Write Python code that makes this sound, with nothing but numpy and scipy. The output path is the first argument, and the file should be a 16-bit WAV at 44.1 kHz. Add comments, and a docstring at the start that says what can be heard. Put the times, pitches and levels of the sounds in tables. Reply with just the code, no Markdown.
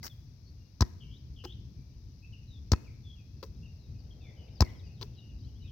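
"""Football against a curb

A football is thrown three times against a concrete curb on a quiet street and caught again.
Each bounce is a gritty smack, a deep thump as the ball flattens and springs back, and a pop as it leaves.
Hands slap and slide on its cover; birds sing in the trees, and far traffic rumbles behind the houses."""
import sys
import numpy as np
from scipy import signal
from scipy.fft import rfft, irfft
from scipy.io import wavfile

SR = 44100
rng = np.random.default_rng(int(sys.argv[2]) if len(sys.argv) > 2 else 0)


def wrap_up_sound(samples):
    """Save the sound to the file named by the first command line argument, as 16-bit audio."""
    columns = np.atleast_2d(samples).T
    # keep every value between -1 and 1, then stretch to whole-number steps
    tamed = np.clip(columns, -1, 1)
    steps = np.round(tamed * 32767).astype(np.int16)
    wavfile.write(sys.argv[1], SR, steps)


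N = 251811
TIME = np.arange(N) / SR
BIN_HZ = np.arange(N // 2 + 1) * SR / N
SIDES = np.array([[1], [-1]])   # left, right


# Curb hits: (time [s], contact [s], thump [dB], landing knock [dB], crack [dB], crack pitch [Hz],
# grit smack [dB], scuff [dB], leaving pop [dB])
BOUNCES = [(0.8083, 0.016, -16.5, -25.5, -22.5, 4040, -21.5, -31, -16),
           (2.7190, 0.016, -16, -32.5, -29, 6050, -21.5, -39, -18),
           (4.6069, .0168, -15, -18, -16, 5390, -20, -33, -18.5)]
# Colour of grit crushed on concrete: (frequency [Hz], level [dB])
GRIT_COLOUR = [(300, 5.5), (1300, -0.5), (2300, -16.5), (3300, -10.5), (4400, -3), (5600, -2), (6800, -9.5),
               (8300, -24.5), (11000, -24.5), (15500, -17.5)]

def bounces(smack_t60=0.015, crack_t60=0.0067, crush_db=-23, crush_t60=0.037,
            scuff_s=0.0043, scuff_lead_s=0.0032, snap_db=-22, snap_t60=0.023):
    """The ball cracks down on grit, scuffs as it peels off, then pops back into shape."""
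    lead_s, yield_s = .004, .0008   # pre-roll; time until the shell gives
    out, t = np.zeros(N), np.arange(SR // 4) / SR - lead_s
    for s, contact_s, thump_db, land_db, crack_db, crack_hz, smack_db, scuff_db, pop_db in BOUNCES:
        leaving = t - contact_s
        crack = from_db(crack_db) * ring(t, crack_hz, crack_t60)   # the taut cover slaps the concrete
        crush = from_db(crush_db) * fade(t, crush_t60)
        smack = from_db(smack_db) * (fade(-t, 0.0036) + fade(t, smack_t60) + crush)
        scuff = from_db(scuff_db) * np.exp(-((leaving + scuff_lead_s) / scuff_s) ** 2)
        grit = (smack + scuff) * noise(GRIT_COLOUR, len(t))
        snap = from_db(pop_db + snap_db) * fade(leaving, snap_t60) * noise(SLAP_COLOUR, len(t))
        shell = from_db(pop_db) * knock(leaving) - from_db(land_db) * knock(t + yield_s)
        low_end = from_db(thump_db) * thump(t - yield_s, contact_s)
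        add(out, s - lead_s, low_end + crack + grit + snap + shell)
    return out


def thump(t, contact_s, skew=1.064, shell_db=-7, soft_hz=520, low_cut_hz=58, low_cut_q=1.47):
    """The ball flattens and springs back, radiating its volume's acceleration, and its shell wobbles."""
    dent = np.sin(np.pi * np.clip(t / contact_s, 0, 1) ** skew) ** 2
    acceleration = np.gradient(np.gradient(dent)) * (SR * contact_s / np.pi) ** 2 / 2
    wobble = ring(t + 0.0012, hz=130, t60=0.059)
    shell = from_db(shell_db) * ring(t - .0008, hz=204, t60=0.055)
    pressure = low_pass(acceleration, soft_hz) - wobble + shell
    w = 2 * np.pi * low_cut_hz   # the slowest part of the push is lost, leaving an overswing
    return signal.lfilter(*signal.bilinear([1, 0, 0], [1, w / low_cut_q, w * w], SR), pressure)


# The ball's ringing modes: (frequency [Hz], level [dB], decay t60 [s])
BALL_MODES = [(358, -26.5, 0.074), (503, -25.5, 0.0068), (876, -1.5, 0.0048), (1015, -10, 0.021),
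              (1282, -14, 0.029), (1554, -20, 0.019), (1870, -32, 0.068)]

def knock(t, spread_db=2.5):
    """All modes of the ball ring, each a little stronger or weaker from blow to blow."""
    return sum(from_db(db + spread_db * rng.standard_normal()) * ring(t, hz, t60)
               for hz, db, t60 in BALL_MODES)


# Hands catching the ball: (time [s], palm delay [s], finger slap [dB], finger knock [dB],
# palm slap [dB], palm air pocket [dB], pocket pitch [Hz])
CATCHES = [(1.4399, .0102, -51, -47, -41.5, -36, 359), (3.4286, .0075, -48, -42, -47, -43, 434),
           (5.013, .0150, -46, -46, -39, -43.5, 424)]

def catches(fingers=3, uneven=0.15, spread_db=1.5, fingertip_hz=466, pitch_spread=0.081, lead_s=0.0054):
    """The fingers land one after another, then the cupped palm closes on the ball."""
    out, t = np.zeros(N), np.arange(SR // 8) / SR - lead_s
    for s, grip_s, finger_db, knock_db, palm_db, pocket_db, pocket_hz in CATCHES:
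        for k, (late, force, size) in enumerate(rng.standard_normal((fingers, 3))):
            finger = touch(t, finger_db, knock_db, fingertip_hz * np.exp(pitch_spread * size))
            delay_s = grip_s * k / fingers * (1 + uneven * late)
            add(out, s - lead_s + delay_s, from_db(spread_db * force) * finger)
        palm = touch(t, palm_db, pocket_db, pocket_hz, seal_s=0.00394)
        add(out, s - lead_s + grip_s, palm)
    return out


# Colour of a slap or snap on the cover: (frequency [Hz], level [dB])
SLAP_COLOUR = [(300, -4), (1300, -7), (2300, 2), (4500, 7.5), (6000, -1), (7500, -23.5), (10000, -20),
               (15500, -20)]

def touch(t, slap_db, knock_db, pocket_hz, seal_s=0, slap_t60=0.017, press_s=0.0016,
          hollow_db=-5, shell_db=-3):
    """A finger or palm slaps the cover, seals a ringing pocket of air and knocks the shell."""
    slap = from_db(slap_db) * (fade(-t, press_s) + fade(t, slap_t60)) * noise(SLAP_COLOUR, len(t))
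    sealed = t - seal_s
    pocket = ring(sealed, pocket_hz, t60=0.065)
    hollow_overtone = from_db(hollow_db) * ring(sealed, 2.32 * pocket_hz, t60=0.034)
    shell = from_db(shell_db) * knock(sealed)
    return slap + from_db(knock_db) * (pocket + hollow_overtone + shell)


WIPE_AT_S, WIPE_LENGTH_S = .030, .038   # a hand slides over the cover before the first throw

def wipe_taps(pocket_hz=2050, ease_s=0.011, lead_s=0.0057):
    """The sliding hand taps the cover as it lands, as it presses hardest and as it flicks off."""
    out, t = np.zeros(N), np.arange(SR // 8) / SR - lead_s
    land, press, flick = (0, -51, -47), (WIPE_LENGTH_S, -46, -53), (WIPE_LENGTH_S + ease_s, -47, -62)
    for after_s, slap_db, knock_db in (land, press, flick):
        add(out, WIPE_AT_S + after_s - lead_s, touch(t, slap_db, knock_db, pocket_hz))
    return out


# Colour of skin rubbing the cover: (frequency [Hz], level [dB])
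RUB_COLOUR = [(300, 3.5), (600, 1), (1500, 4), (3200, -16), (5500, 4), (7500, -6), (10000, -13.5),
              (15500, 1)]

def rubs(wipe_db=-48, grip_db=-58, grain_db=3, grain_hz=360):
    """Skin sticks and slips on the cover in fine uneven grains, in the wipe and in every catch."""
    pressure = from_db(wipe_db) * stroke(WIPE_AT_S, WIPE_LENGTH_S, swell_db=7, release_t60=0.043)
    for s, grip_s, *_ in CATCHES:
        pressure += from_db(grip_db) * stroke(s, grip_s, swell_db=2, release_t60=.13)
    grain = rms_one(low_pass(rng.standard_normal(N), grain_hz))
    return pressure * from_db(grain_db * grain) * np.array([noise(RUB_COLOUR), noise(RUB_COLOUR)])


def stroke(s, length_s, swell_db, release_t60, attack_s=0.0066):
    """Pressure of a sliding hand: it comes on quickly, grows ever faster, then lets go."""
    t = TIME - s
    attack = fade(np.maximum(-t, 0), attack_s)
    swell = from_db(swell_db * np.clip(t / length_s, 0, 1) ** 2)
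    release = fade(np.maximum(t - length_s, 0), release_t60)
    return attack * swell * release


# Cues for one bird's call: (time [s], relative level [dB])
SCOOP_CALLS = [(1.000, -63), (1.362, -58.5)]
# Its two syllables: (delay [s], length [s], first pitch [Hz], middle pitch [Hz], last pitch [Hz])
SCOOP_SYLLABLES = [(0, .075, 3310, 2990, 3000), (0.092, 0.088, 3065, 3230, 3940)]

def scooping_bird(buzz_depth_hz=190):
    """A nearer bird repeats a buzzy call that dips and scoops upward."""
    out = np.zeros(N)
    for s, db in SCOOP_CALLS:
        for delay_s, length_s, *pitches in SCOOP_SYLLABLES:
            add(out, s + delay_s, from_db(db) * chirp(length_s, pitches, buzz_depth_hz))
    return out


# Slurred whistles: (time [s], length [s], first pitch [Hz], last pitch [Hz], relative level [dB])
BIRD_NOTES = [(0.096, 0.037, 3620, 3310, -62), (0.452, .06, 4490, 4480, -73.5),
              (2.223, 0.044, 2540, 2710, -63), (2.325, 0.037, 3040, 2675, -62.5),
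              (2.47, 0.13, 4180, 3340, -67), (2.734, 0.031, 2610, 2540, -61),
              (2.839, 0.065, 3074, 1985, -69), (3.037, .12, 3510, 3310, -63),
              (3.156, 0.068, 2940, 2375, -73.5), (3.621, 0.032, 2756, 2870, -67),
              (3.649, 0.03, 2976, 2545, -64.5), (3.777, 0.1, 4320, 3740, -75.5),
              (3.975, .05, 5200, 4400, -74), (4.104, 0.032, 3290, 3255, -64), (4.2, 0.13, 3640, 3470, -72),
              (4.207, .11, 2760, 1926, -67), (4.364, .09, 3078, 2926, -67), (4.464, .03, 2944, 2190, -70),
              (4.549, 0.061, 5270, 4200, -69), (4.624, 0.066, 2353, 1945, -60.5),
              (5.158, 0.15, 2902, 2850, -69), (5.164, 0.058, 4080, 3610, -68.5)]

def slurring_birds(sag=.012, warble=0.025):
    """Nearer birds slur single notes that warble and sag a little in the middle."""
    out = np.zeros(N)
    for s, length_s, first_hz, last_hz, db in BIRD_NOTES:
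        middle_hz = np.sqrt(first_hz * last_hz) * (1 - sag)
        add(out, s, from_db(db) * chirp(length_s, [first_hz, middle_hz, last_hz], warble * middle_hz))
    return out


# Fader ride on the distant birds: (time [s], relative note level [dB])
CHORUS_LEVEL = [(0, -94.5), (3.3, -87), (4.2, -86), (4.8, -70.5), (5.3, -81.5), (5.7, -68)]

def chorus(low_hz=2400, high_hz=5100, glide=0.15, rasp_hz=110, shortest_s=0.0158, spread_s=.04,
           count=300):
    """Distant birds chatter at random in quick, mostly falling notes."""
    out = np.zeros(N)
    for when, length, height, slope, rasp in rng.random((count, 5)):
        s = when * N / SR
        middle_hz = low_hz * (high_hz / low_hz) ** height
        fall = glide * (1.2 * slope - .5)
        pitches = middle_hz * np.array([1 + fall, 1, 1 - fall])
        note = chirp(shortest_s + spread_s * length, pitches, rasp * rasp_hz)
        add(out, s, from_db(curve(CHORUS_LEVEL, s)) * note)
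    return out


def far_whistler(pitch_hz=2620, spread=0.15, length_s=0.1106, droop=0.02, count=10):
    """One far bird pipes nearly level notes at loose intervals."""
    out = np.zeros(N)
    for k, (late, height) in enumerate(rng.random((count, 2))):
        middle_hz = pitch_hz * (1 + spread * (2 * height - 1))
        pitches = middle_hz * np.array([1 + droop, 1, 1 - droop])
        add(out, (k + late) * N / SR / count, chirp(length_s, pitches, buzz_depth_hz=0))
    return out


def chirp(length_s, pitches, buzz_depth_hz, buzz_hz=150, waver=0.0067, flutter_db=3):
    """A whistle glides through three pitches, with a fast warble that makes it buzz."""
    progress = np.linspace(0, 1, int(length_s * SR))
    jitter = rms_one(low_pass(rng.standard_normal((2, SR // 4)), hz=79))
    tremble, flutter = jitter[:, -len(progress):]
    glide_hz = np.polyval(np.polyfit([0, .5, 1], pitches, 2), progress)
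    buzz = np.sin(2 * np.pi * buzz_hz * length_s * progress)
    hz = glide_hz * (1 + waver * tremble) + buzz_depth_hz * buzz
    swell = np.sqrt(2 * np.abs(np.sin(np.pi * progress))) * from_db(flutter_db * flutter)
    return swell * np.sin(2 * np.pi * np.cumsum(hz) / SR)


# Slapback from house fronts: (delay [s], level [dB])
ECHOES = [(0.042, -33.5), (.128, -43.5)]

def house_echoes(x):
    """Walls throw back distinct, faint copies of the sound."""
    return sum(from_db(db) * np.interp(TIME - delay_s, TIME, x, left=0) for delay_s, db in ECHOES)


# Colour of the street's reverb: (frequency [Hz], level [dB])
TAIL_COLOUR = [(60, -5), (200, 3.5), (500, 5), (1100, -4.5), (2300, 5.5), (5000, -10.5), (8000, 0),
               (11000, 6.5), (15500, 0.5)]

def street_reverb(x, t60, build_s):
    """Houses, lawns and trees return a thin diffuse tail, different on each side."""
    t = np.arange(SR) / SR
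    envelope = fade(t, t60) * (1 - np.exp(-t / build_s))
    tail = envelope * np.array([noise(TAIL_COLOUR, SR), noise(TAIL_COLOUR, SR)])
    return signal.fftconvolve(x[None], rms_one(tail) / np.sqrt(SR), axes=1)[:, :N]


# Fader ride on the far traffic: (time [s], level before trim [dB])
TRAFFIC_LEVEL = [(0.0, -51), (0.79, -54.5), (0.97, -49.5), (3.54, -50), (5.7, -48.5)]
# Colour of its rumble: (frequency [Hz], level [dB])
RUMBLE_COLOUR = [(15, -53), (28, -21), (50, -1.5), (76, 0), (122, -2), (160, -12), (220, -17), (300, -24),
                 (450, -35), (700, -65.5), (1500, -69), (4000, -75.5)]

def traffic_rumble(trim_db=3, gust_db=2.0, gust_hz=5):
    """Far traffic and breeze rumble unevenly."""
    gusts = rms_one(low_pass(rng.standard_normal(N + SR), gust_hz)[SR:])
    level_db = curve(TRAFFIC_LEVEL, TIME) + trim_db + gust_db * gusts
    return from_db(level_db) * wide_noise(RUMBLE_COLOUR, side_db=-17)


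# Colour of distant tyres: (frequency [Hz], level [dB])
SWISH_COLOUR = [(150, -12.5), (400, 13), (750, 4), (1200, -12.5), (2200, -11), (4000, -44)]

def tyre_swish(peak_s=4.4, peak_db=-66, rise_db_per_s=16.5, fall_db_per_s=10, bed_db=-88):
    """A distant tyre swish builds up and dies away over a steady bed."""
    away_db = np.maximum(rise_db_per_s * (peak_s - TIME), fall_db_per_s * (TIME - peak_s))
    swell = np.hypot(from_db(peak_db - away_db), from_db(bed_db))
    return swell * wide_noise(SWISH_COLOUR, side_db=-4)


# Colour of the hiss bed: (frequency [Hz], level [dB])
HISS_COLOUR = [(500, 2), (1500, -10), (2000, -9), (2550, -7.5), (3100, -12.5), (4000, -5.5), (5000, -3),
               (6100, -9), (6800, -16.5), (7500, -24.5), (9500, -25.5), (12500, -15), (16000, -19)]
# Its pan by band: (frequency [Hz], left minus right [dB])
HISS_BALANCE = [(1300, 2.5), (2400, 7), (4400, 12.5), (6000, 23.5), (8100, -4), (11000, 2.5), (15000, 2)]

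def hiss(level_db=-70.5):
    """A thin steady hiss, stronger on the left."""
    spectra = rfft([noise(HISS_COLOUR), noise(HISS_COLOUR)])
    pan = from_db(SIDES * at_hz(HISS_BALANCE, BIN_HZ) / 2)
    return from_db(level_db) * irfft(spectra * pan, N)


def arrive(x, right_lag_s):
    """The right microphone hears the sound later; in the treble the phase lag levels off at 1 radian."""
    phase = np.tanh(2 * np.pi * BIN_HZ * right_lag_s)
    return np.array([x, irfft(rfft(x) * np.exp(-1j * phase), N)])


def microphone_ports(x, port_hz=5200, width_hz=1900, ring_db=5.5, air_db=-9, lean_left_db=0.97):
    """The left port rings near 5 kHz and dips above it; the right dips there and lifts the very top."""
    left, right = x
    left = left + from_db(ring_db) * resonance(left, port_hz, width_hz)
    left = left - 0.79 * resonance(left, hz=9300, width_hz=3500)
    air = from_db(air_db) * resonance(right, hz=12000, width_hz=4000)
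    right = right - 0.45 * resonance(right, port_hz, width_hz) + air
    return np.array([left, right]) * from_db(SIDES * lean_left_db)


def from_db(db):
    return 10 ** (np.asarray(db) / 20)


def rms_one(x):
    return x / np.sqrt(np.mean(x ** 2) + 1e-20)


def curve(points, s):
    """A fader ride read at time s."""
    return np.interp(s, *np.transpose(points))


def at_hz(points, hz):
    """A spectrum read on a log-frequency axis."""
    f, value = np.transpose(points)
    return np.interp(np.log(hz + 1), np.log(f), value)


def noise(colour, size=N):
    """Noise of the given colour, rms 1."""
    hz = np.arange(size // 2 + 1) * SR / size
    return rms_one(irfft(rfft(rng.standard_normal(size)) * from_db(at_hz(colour, hz)), size))


def wide_noise(colour, side_db):
    """Mid/side noise: the side level sets the width."""
    return noise(colour) + from_db(side_db) * SIDES * noise(colour)


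def add(out, s, sound):
    """Mix a sound in from time s."""
    start = max(round(s * SR), 0)
    out[start:start + len(sound)] += sound[:max(N - start, 0)]


def low_pass(x, hz):
    return signal.sosfilt(signal.butter(2, hz, fs=SR, output="sos"), x)


def resonance(x, hz, width_hz):
    """Band-pass with gain 1 at its peak."""
    return signal.lfilter(*signal.iirpeak(hz, hz / width_hz, fs=SR), x)


def fade(t, t60):
    """Exponential decay from t = 0, silent before."""
    return (t >= 0) * np.exp(-np.log(1000) * np.maximum(t, 0) / t60)


def ring(t, hz, t60):
    """One mode struck at t = 0."""
    return np.sin(2 * np.pi * hz * t) * fade(t, t60)


def scene():
    """The ball close by, the birds far off, the street around them."""
    ball = bounces() + catches() + wipe_taps()
    rubbing = rubs()
    song = scooping_bird() + slurring_birds()
    chatter = chorus() + from_db(-84) * far_whistler()
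    near = arrive(ball, right_lag_s=.00007) + rubbing * from_db(-1.5 * SIDES) + house_echoes(ball)
    near_tail = from_db(-19) * street_reverb(ball + rubbing[0], t60=0.67, build_s=0.0047)
    birds = from_db(-0.5) * song + from_db(-1) * chatter
    bird_send = from_db(-2.5) * song + from_db(-0.1) * chatter
    bird_tail = street_reverb(bird_send, t60=0.57, build_s=.005)
    traffic = (traffic_rumble() + tyre_swish()) * from_db(1.02 * SIDES)
    return microphone_ports(near + near_tail + birds + bird_tail) + traffic + hiss()


def record(dry, low_cut_hz=22, high_cut_hz=16000):
    """The deepest bass is lost and the top is cut steeply."""
    thinned = signal.sosfilt(signal.butter(1, low_cut_hz, "high", fs=SR, output="sos"), dry)
    return signal.sosfilt(signal.ellip(10, .1, 80, high_cut_hz, fs=SR, output="sos"), thinned)


dry = scene()
out = record(dry)
wrap_up_sound(out)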